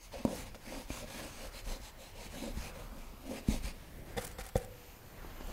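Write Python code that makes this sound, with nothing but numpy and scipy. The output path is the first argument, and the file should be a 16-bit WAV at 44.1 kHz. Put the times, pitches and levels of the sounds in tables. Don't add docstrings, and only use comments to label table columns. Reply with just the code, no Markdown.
import sys
import numpy as np
from scipy import signal
from scipy.fft import rfft, irfft
from scipy.io import wavfile
from scipy.ndimage import uniform_filter1d

SR = 44100
rng = np.random.default_rng(int(sys.argv[2]) if len(sys.argv) > 2 else 0)


def pcm_store(signal):
    levels = np.round(np.clip(np.atleast_2d(signal), -1, 1) * 32767)
    wavfile.write(sys.argv[1], SR, levels.astype(np.int16).T)


def field_ratio(decibels):
    return 10 ** (np.asarray(decibels, dtype=float) / 20)


N = 243431

# start_s, length_s, level_db, share of length before the top
STROKES = [(0.0, 0.091, -61, 0.67), (0.113, 0.17, -51, 0.12), (0.218, 0.25, -49, 0.65),
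           (.455, 0.05, -54.5, 0.23), (.544, 0.027, -54, 0.12), (0.591, 0.28, -51.5, 0.55),
           (.868, 0.06, -53.5, 0.75), (.893, 0.17, -48.5, 0.3), (1.044, 0.34, -50, 0.34),
           (1.292, 0.21, -51.5, 0.77), (1.502, 0.12, -52.5, 0.69), (1.634, 0.16, -52, 0.47),
           (1.795, 0.12, -56.5, 0.6), (1.965, 0.19, -59, 0.47), (2.13, 0.16, -51.5, 0.74),
           (2.28, 0.13, -51, 0.72), (2.36, 0.18, -51, 0.39), (2.521, 0.2, -51.5, 0.71),
           (2.722, 0.19, -59.5, 0.21), (2.912, 0.27, -64, 0.32), (3.13, 0.16, -62, 0.95),
           (3.25, 0.17, -51.5, 0.66), (3.41, 0.081, -63.5, 0.76), (3.463, .14, -50.5, 0.4),
           (3.62, 0.11, -48.5, .4), (5.096, 0.41, -59, 0.46), (5.4, 0.036, -54.5, .25),
           (5.438, 0.12, -55.5, .5)]
# freq_hz, density_db (per Hz)
BRISTLE_HISS = [(530, -3), (900, 5.5), (1390, -4), (1720, -2.5), (2330, 2.5), (3340, -3), (4860, -3.5),
                (5550, -6.5), (6250, -3.5), (7060, -7), (10800, -9), (15400, -16.5)]
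# ring_hz, width_hz, level_db
BRISTLE_RINGS = [(1660, 38, 11.5), (5090, 150, 5.5), (6500, 500, -6)]
# time_s, bent_ring_hz, bent_ring_db, brightness_db (above 6 kHz)
GRIP = [(0.05, 4600, -4, 4), (.15, 4430, -4, -6), (.37, 4580, -25, 4.5), (.55, 4300, -6, -2),
        (.8, 4900, -10, 2), (1.0, 4700, -14, 3), (1.2, 4500, -25, 2), (1.55, 4200, -3, 1.5),
        (2.0, 3980, 9.5, 4), (2.2, 4380, -9, -1), (2.45, 4150, -2, 2), (2.62, 4200, -3, 1.5),
        (3.0, 4400, -11, 3), (3.36, 4150, -12, 0.5), (3.53, 4500, 8, 6), (3.67, 4370, -2, 0.5),
        (5.25, 4200, -34, -11), (5.5, 4400, -4, -17)]
# start_s, length_s, level_db, pitch_hz
SQUEALS = [
    (0.0, .078, -66, 6500),
    (0.127, 0.036, -64, 4280),
    (.55, .015, -71, 6700),
    (.9025, 0.0084, -46.5, 2400),
    (.91, 0.044, -64, 4700),
    (1.53, 0.09, -60, 4120),
    (1.665, 0.076, -66, 4100),
    (1.8, .09, -65, 5300),
]
# start_s, length_s, drum_db, share before the top, upper_over_low_db
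PRESSES = [(0.127, 0.059, -51, 0.3, 13), (.175, .055, -52.5, .5, -1), (0.254, 0.16, -44.5, .2, -1),
           (0.456, 0.021, -51, 0.61, 3), (0.551, 0.02, -51, 0.22, -2), (0.627, 0.13, -51, 0.66, -3.5),
           (0.703, .15, -48.5, 0.24, -0.5), (0.905, 0.17, -55, 0.28, 1.5), (1, 0.056, -49, 0.81, 5.5),
           (1.054, 0.095, -57, 0.54, 0), (1.115, 0.1, -48.5, 0.63, -4), (1.176, 0.14, -51, 0.21, 3.5),
           (1.323, 0.17, -55, 0.82, 3.5), (1.516, 0.11, -62, 0.38, 8), (1.66, 0.19, -51, 0.13, 1),
           (1.971, 0.13, -58, 0.1, 2), (2.129, 0.13, -57.5, 0.5, 6.5), (2.235, 0.068, -55, .4, -10.5),
           (2.303, 0.14, -49, 0.51, -4), (2.39, 0.17, -46, 0.32, -4), (2.584, 0.16, -54.5, 0.56, 1),
           (2.715, 0.16, -59, 0.45, 9), (2.833, 0.26, -58, 0.56, -6), (3.077, 0.12, -65, 0.28, -3),
           (3.178, 0.24, -47.5, 0.79, -2.5), (3.483, 0.11, -45, .25, -2), (3.62, 0.11, -56, 0.38, 1),
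           (5.07, 0.49, -73, 0.54, -8), (5.392, 0.11, -56.5, 0.3, -4.5), (5.47, 0.058, -49.5, 0.33, -1.5)]
# mode_hz, width_hz, level_db
CANVAS_LOW = [(184, 17, -9.5), (246.4, 49.5, 2), (355, 370, -5.5)]
# mode_hz, width_hz, level_db
CANVAS_UPPER = [(403, 44, -12.5), (534, 72, 3.5), (701, 110, -6), (770, 23, -8), (1020, 110, -21.5)]
# time_s, pitch_factor
TENSION = [(.15, 0.99), (.3, 0.93), (.7, .98), (.77, 1.17), (.84, 0.91), (1.17, 0.96), (1.22, 1.2),
           (1.4, 0.86), (1.7, 0.95), (2.0, 1.0), (2.26, 0.83), (2.36, 0.86), (2.43, 1.11), (2.5, .95),
           (2.62, 0.7), (3.28, 1.13), (3.34, .87), (3.52, 0.97)]
# freq_hz, density_db (per Hz)
AIR = [(90, -0.5), (250, -9), (600, -12), (1200, -16.5), (2300, -19), (4000, -26), (9500, -31.5),
       (15400, -31.5)]
# (over the usual, below 1.5 kHz)
DRIFT = [(0.0, -6), (.11, -2.5), (.3, -1), (1.8, 0), (2.8, 0), (3.8, -1), (4.3, 1.5), (4.75, -3.5),
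         (5.0, -3), (5.2, 2)]
# low_hz, high_hz
CIRCUIT_BAND = (12750, 14300)
# pitch_hz, level_db
WHINES = [(10454, -88), (13690, -87), (14060, -86)]
# start_s, length_s, level_db, share before the top
RUMBLE = [(.15, 0.041, -49, 0.27), (.37, 0.15, -50, 0.5), (.6, 0.53, -52, 0.44), (1.15, 0.18, -61, 0.43),
          (1.38, 0.2, -49, 0.54), (1.6, 0.17, -41, 0.56), (1.76, 0.14, -44.5, 0.39),
          (2.25, 0.13, -49, 0.31), (2.45, 0.17, -41, 0.87), (2.72, 0.34, -46.5, 0.61),
          (3.06, 0.16, -55, 0.2), (3.45, 0.36, -41.5, 0.25), (3.85, 0.19, -46.5, 0.62),
          (4.08, 0.11, -57, 0.38), (4.3, 0.17, -61, 0.69), (4.44, 0.087, -48, 0.37),
          (5.15, 0.24, -49.5, 0.84), (5.4, 0.25, -39, 0.5)]
# freq_hz, density_db (per Hz)
RUMBLE_SHAPE = [(12, -17), (25, 14.5), (38, 10.5), (60, 0), (100, -6.5), (200, -38)]
# time_s, peak_db, rocking_hz
NUDGES = [
    (.16, -39, 60),
    (.39, -42, 71),
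    (1.21, -44, 150),
    (1.659, -48, 202),
    (2.5, -44, 100),
    (2.79, -43, 55),
    (4.29, -45, 70),
    (4.881, -42, 63.6),
]
# time_s, peak_db, contact_ms
TICKS = [
    (0.182, -38, 0.33),
    (0.5465, -37, 0.34),
    (0.548, -38, .2),
    (0.5516, -43, 0.41),
    (0.555, -53, 0.42),
    (5.247, -34.5, 1),
    (5.409, -34, 0.96),
    (5.4998, -34.5, 0.73),
]
# mode_hz, level_db, t60_s
WOOD = [(354, -8.5, 0.023), (585, 3, 0.0024), (980, -20, 0.015), (2400, -24, .01), (4500, -18, .006)]
# time_s, peak_db, contact_ms, sway_db (whole canvas), tick_db, pitch_factor (spot)
TAPS = [
    (0.2506, -13.5, 1.32, -14, -20.5, 1.02),
    (0.278, -28.5, 0.88, -27, -25, 0.9),
    (0.9028, -27.5, 1.2, 0.5, -17, 1.15),
    (1.667, -51, 2.6, 20.5, -30, 0.39),
    (2.5718, -33.5, 3.6, 8.5, -30, 0.87),
    (3.4842, -18, 3.7, 1.5, -19.5, 0.913),
    (3.519, -37, 1.8, -17, -25, 0.9),
    (3.542, -35, 2.6, 0, -30, 1.05),
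    (3.643, -38.5, 9.8, 15, -30, 0.7),
]
# mode_hz, level_db, t60_s
TAP_RING = [(234.6, 9.5, 0.049), (179, 11.5, 0.0041), (521, 6, 0.023), (913, -2.5, 0.064), (1950, -40, .02)]
# freq_hz, density_db (per Hz)
TIP_TICK = [(900, -10), (2500, -6), (4000, -8), (6500, -6), (8500, -11), (11000, -11), (13000, -10),
            (16000, -14)]
# start_s, length_s, level_db, share before the top
RUSTLE = [
    (3.72, 0.22, -62.5, 0.44),
    (3.86, 0.2, -72, 0.5),
    (4.05, 0.11, -60.5, 0.47),
    (4.64, 0.37, -60.5, 0.67),
    (4.98, 0.19, -64, 0.61),
]
# start_s, length_s, level_db, share before the top
DABS = [
    (4.165, 0.024, -44, 0.77),
    (4.187, 0.016, -48, .4),
    (4.2, 0.059, -49, 0.32),
    (4.235, 0.083, -54.5, 0.21),
    (4.303, 0.036, -57.5, .4),
    (4.382, 0.042, -46.5, 0.53),
    (4.425, 0.06, -54.5, 0.62),
    (4.476, 0.025, -56, 0.78),
    (4.553, 0.037, -47.5, 0.15),
    (4.58, 0.079, -56.5, .5),
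]
# freq_hz, density_db (per Hz)
PAINT = [(700, -11), (1400, 0.5), (1950, -1), (2930, -6), (3470, -9), (4800, -8.5), (10600, -8),
         (15400, -20)]
# mode_hz, width_hz, level_db
PLATE_HUM = [(242, 120, -17), (499, 23, -7), (630, 130, -11), (790, 71, -5.5)]
# time_s, peak_db, contact_ms, shove_db (hand), clink_db (ferrule)
KNOCKS = [(4.1662, -32, 1.54, -3, -16), (4.1725, -31, 1.76, -18, -6), (4.1768, -35, 1.4, -18, 3),
          (4.1812, -23, 1.64, -23, -10), (4.186, -30.5, 0.54, -22, -14), (4.276, -55, 1, -13, -21),
          (4.386, -38, 0.17, -4, 0.5), (4.389, -33.5, 2.04, -29, -23), (4.409, -46, 1.05, 10, 3),
          (4.4648, -43, 0.78, -17, -3), (4.5548, -33, 1.7, 3, -30), (4.5564, -15.5, 1.98, -25, -19)]
# mode_hz, level_db, t60_s
PLATE = [(518, 10.5, 0.043), (490, -20, 1.2), (478, -25, .6), (550, -1, 0.036), (630, -12, 0.27),
         (674, 3.5, 0.037), (763, 8, 0.073), (739, -13, 0.43), (810, -24, 0.046), (358, -8.5, 0.06),
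         (194, -4.5, 0.078), (145, -3.5, 0.03), (100, 3, 0.051)]
# mode_hz, level_db, t60_s
CLINK = [(1300, -12, .03), (1900, -2, .035), (2100, -1, .035), (3600, 0, .035), (5150, -3, .028)]
# time_s, peak_db, burst_ms, film_hz
SNAPS = [(4.19, -40, 1.6, 9000), (4.2445, -38, 3.6, 10400), (4.2478, -31, 0.87, 10400),
         (4.2502, -31, 3.3, 10000), (4.2685, -36, 2.6, 8000), (4.276, -33.5, 2, 7500),
         (4.4102, -42, 1.2, 7840), (4.4395, -37, 1.2, 8500), (4.4647, -32, 2, 9200),
         (4.566, -30.5, 1.5, 6500), (4.577, -29.5, 0.6, 11000), (4.648, -35, 0.86, 7500),
         (5.472, -41, 1.5, 8940), (4.4895, -39, 1.5, 8700), (4.219, -37, 2.2, 8500),
         (4.227, -40, 1.5, 7500), (4.3145, -37.5, 3.4, 7450)]
# freq_hz, density_db (per Hz)
SNAP_SHAPE = [(1500, -12), (4000, -3), (7000, -2.5), (10500, -2.5), (13000, -5), (16000, 0.5)]
# freq_hz, t60_s
STUDIO = [(150, 0.76), (500, 0.62), (2000, 0.68), (8000, 0.29)]


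def evened(x):
    return x / np.sqrt(np.mean(x ** 2) + 1e-20)


def noise():
    return rng.standard_normal(N)


def over_time(points):
    time_s, *columns = np.transpose(points)
    return [np.interp(np.arange(N) / SR, time_s, column) for column in columns]


def read(points, hz):
    f, value = np.transpose(points)
    return np.interp(np.log(hz + 1), np.log(f + 1), value)


def add(mix, s, sound):
    part = mix[round(s * SR):][:len(sound)]
    part += sound[:len(part)]


def coloured(x, points):
    gain = field_ratio(read(points, np.fft.rfftfreq(len(x), 1 / SR)))
    return evened(irfft(rfft(x) * gain, len(x)))


def patchy(x, patchy_db, frames, bins):
    z = signal.stft(x, nperseg=512)[2]
    patches = uniform_filter1d(rng.standard_normal(z.shape), int(bins), 0)
    patches = evened(uniform_filter1d(patches, int(frames), 1))
    return evened(signal.istft(z * field_ratio(patchy_db * patches), nperseg=512)[1][:N])


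def resonate(x, hz, width):
    turn = np.exp(2j * np.pi * np.cumsum(hz * np.ones(len(x))) / SR)
    r = np.exp(-np.pi * width / SR)
    return 2 * (turn * signal.lfilter([1 - r], [1, -r], x / turn)).real


def arches(rows, sharp):
    power = np.zeros(N)
    for start, length, db, share in rows:
        top = np.clip(share, .03, .97) * length
        u = np.interp(np.arange(0, length, 1 / SR), [0, top, length], [0, 1, 0])
        add(power, max(start, 0), (field_ratio(db) * np.sin(np.pi / 2 * u) ** sharp) ** 2)
    return np.sqrt(power)


def slips(per_s, spread_db, flicker_db, flicker_ms):
    size = field_ratio(spread_db * np.minimum(rng.exponential(1, N), 5)) * rng.choice([-1., 1.], N)
    clumps = evened(uniform_filter1d(noise(), int(flicker_ms * SR / 1000)))
    happens = rng.random(N) < per_s / SR
    return evened(size * happens * field_ratio(flicker_db * clumps))


def drum(shake, modes, pitch=1):
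    skin = np.zeros(N)
    for k, (hz, width, db) in enumerate(modes):
        skin += (-1) ** k * field_ratio(db) * evened(resonate(shake, pitch * hz, width))
    return evened(signal.sosfilt(signal.butter(2, 140, "high", fs=SR, output="sos"), skin))


def struck(modes, contact_ms, pitch=1):
    t = np.arange(SR // 2) / SR
    ring = sum(field_ratio(db - 60 * t / t60) * np.cos(2 * np.pi * pitch * hz * t) for hz, db, t60 in modes)
    u = t[:400] * 1000 / contact_ms
    push = np.sin(np.pi * np.minimum(u / 1.246, 1)) ** 4
    ring = signal.fftconvolve(ring, push)[:len(t)]
    return ring / abs(ring).max()


def sway(hz, t60, lead, rise_s):
    t = np.arange(SR // 2) / SR
    return -field_ratio(-60 * t / t60) * np.sin(2 * np.pi * hz * t + lead) * np.minimum(t / rise_s, 1)


def burst(ms, points):
    i = np.arange(1024)
    puff = coloured(rng.standard_normal(1024), points)
    puff = puff * np.exp(-i * 1000 / SR / ms) * np.minimum(i / 14, 1)
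    return puff / abs(puff).max()


def bristles():
    ring_hz, ring_db, bright_db = over_time(GRIP)
    tips = coloured(slips(per_s=14000, spread_db=2.5, flicker_db=0.73, flicker_ms=7.7), BRISTLE_HISS)
    tips = patchy(tips, patchy_db=1.8, frames=14, bins=7)
    rings = 0.3 * sum(field_ratio(db) * resonate(tips, hz, width) for hz, width, db in BRISTLE_RINGS)
    bent = field_ratio(ring_db) * (resonate(tips, ring_hz, 390) + 0.59 * resonate(tips, 1.9 * ring_hz, 520))
    low = signal.sosfilt(signal.butter(2, 6000, fs=SR, output="sos"), tips)
    hiss = arches(STROKES, sharp=0.95) * (low + field_ratio(bright_db) * (tips - low) + rings + bent)
    for start, length, db, hz in SQUEALS:
        piece = tips[round(start * SR):][:round(length * SR)]
        song = evened(resonate(piece, hz, width=hz * 0.029))
        add(hiss, start, field_ratio(db) * np.sqrt(np.hanning(len(piece))) * song)
    return hiss


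def canvas():
    shake = slips(per_s=1500, spread_db=1.5, flicker_db=1.5, flicker_ms=28)
    low_rows = [(s, length, db - upper_db / 2, share) for s, length, db, share, upper_db in PRESSES]
    upper_rows = [(s, length, db + upper_db / 2, share) for s, length, db, share, upper_db in PRESSES]
    tension, = over_time(TENSION)
    low = arches(low_rows, sharp=1.33) * drum(shake, CANVAS_LOW, tension)
    return low + arches(upper_rows, sharp=1.33) * drum(shake, CANVAS_UPPER)


def room_tone():
    drift = field_ratio(over_time(DRIFT)[0])
    air = field_ratio(-53.5) * patchy(coloured(noise(), AIR), patchy_db=2.47, frames=68, bins=8.3)
    low = signal.sosfiltfilt(signal.butter(1, 1500, fs=SR, output="sos"), air)
    rumble_level = np.hypot(field_ratio(-54) * drift, arches(RUMBLE, sharp=1.23))
    return air + (drift - 1) * low + rumble_level * coloured(noise(), RUMBLE_SHAPE)


def electronics():
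    band = signal.sosfilt(signal.butter(4, CIRCUIT_BAND, "band", fs=SR, output="sos"), noise())
    level_db = -78 + 2 * np.arange(N) / SR
    circuit = field_ratio(level_db) * patchy(band, patchy_db=-3.5, frames=40, bins=5.5)
    whines = sum(field_ratio(db) * evened(resonate(noise(), hz, 11.0)) for hz, db in WHINES)
    return circuit + whines


def easel():
    out = np.zeros(N)
    for s, db, hz in NUDGES:
        add(out, s, field_ratio(db) * sway(hz, t60=0.103, lead=0, rise_s=0.01))
    for s, db, contact_ms in TICKS:
        add(out, s, -field_ratio(db) * struck(WOOD, contact_ms))
    return out


def taps():
    out = np.zeros(N)
    for s, db, contact_ms, sway_db, tick_db, pitch in TAPS:
        add(out, s, field_ratio(db) * struck(TAP_RING, contact_ms, pitch))
        add(out, s, field_ratio(db + sway_db) * sway(46, t60=0.066, lead=0.66, rise_s=0.0052))
        add(out, s, field_ratio(db + tick_db) * burst(3.1, TIP_TICK))
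    return out


def sleeve():
    return arches(RUSTLE, sharp=0.64) * coloured(noise(), BRISTLE_HISS)


def dabs():
    drag = coloured(slips(per_s=12000, spread_db=2.5, flicker_db=1.5, flicker_ms=4), PAINT)
    hum = drum(noise(), PLATE_HUM)
    return field_ratio(0.5) * arches(DABS, sharp=0.53) * drag + field_ratio(-6.0) * arches(DABS, sharp=0.35) * hum


def knocks():
    out = np.zeros(N)
    for s, db, contact_ms, shove_db, clink_db in KNOCKS:
        add(out, s, -field_ratio(db) * struck(PLATE, contact_ms))
        add(out, s, field_ratio(db + shove_db) * sway(41, t60=0.14, lead=2.0, rise_s=0.0038))
        add(out, s, field_ratio(db + clink_db) * struck(CLINK, 0.21, rng.uniform(0.94, 1.03)))
    return out


def snaps():
    out = np.zeros(N)
    for s, db, ms, hz in SNAPS:
        puff = burst(ms, SNAP_SHAPE)
        add(out, s, field_ratio(db) * (0.69 * puff + 1.18 * resonate(puff, hz, 1400)))
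    return out


def studio(x):
    echoes = np.zeros(SR // 2)
    at = np.arange(300, SR // 2 - 20, 20)
    echoes[at + rng.integers(0, 20, len(at))] = rng.choice([-1., 1.], len(at))
    hz, t, z = signal.stft(echoes, SR, nperseg=256)
    decay = field_ratio(-60 * t / read(STUDIO, hz)[:, None])
    tail = signal.istft(z * decay, SR, nperseg=256)[1]
    return signal.fftconvolve(x, tail / np.linalg.norm(tail))[:N]


def scene():
    rubbing = bristles() + canvas()
    hits = easel() + taps() + dabs() + knocks() + snaps()
    reflections = studio(field_ratio(-16.5) * hits + field_ratio(-12.5) * rubbing)
    background = room_tone() + electronics() + sleeve()
    return (hits + rubbing + reflections + background)[None]


def low_pass(x):
    return signal.sosfilt(signal.butter(12, 16240, fs=SR, output="sos"), x)


def record(dry):
    band_limit = signal.firwin(1501, 15770, window=("kaiser", 9), fs=SR)
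    limited = signal.oaconvolve(dry, band_limit[None], "same")
    return low_pass(limited)


dry = scene()
out = record(dry)
pcm_store(out)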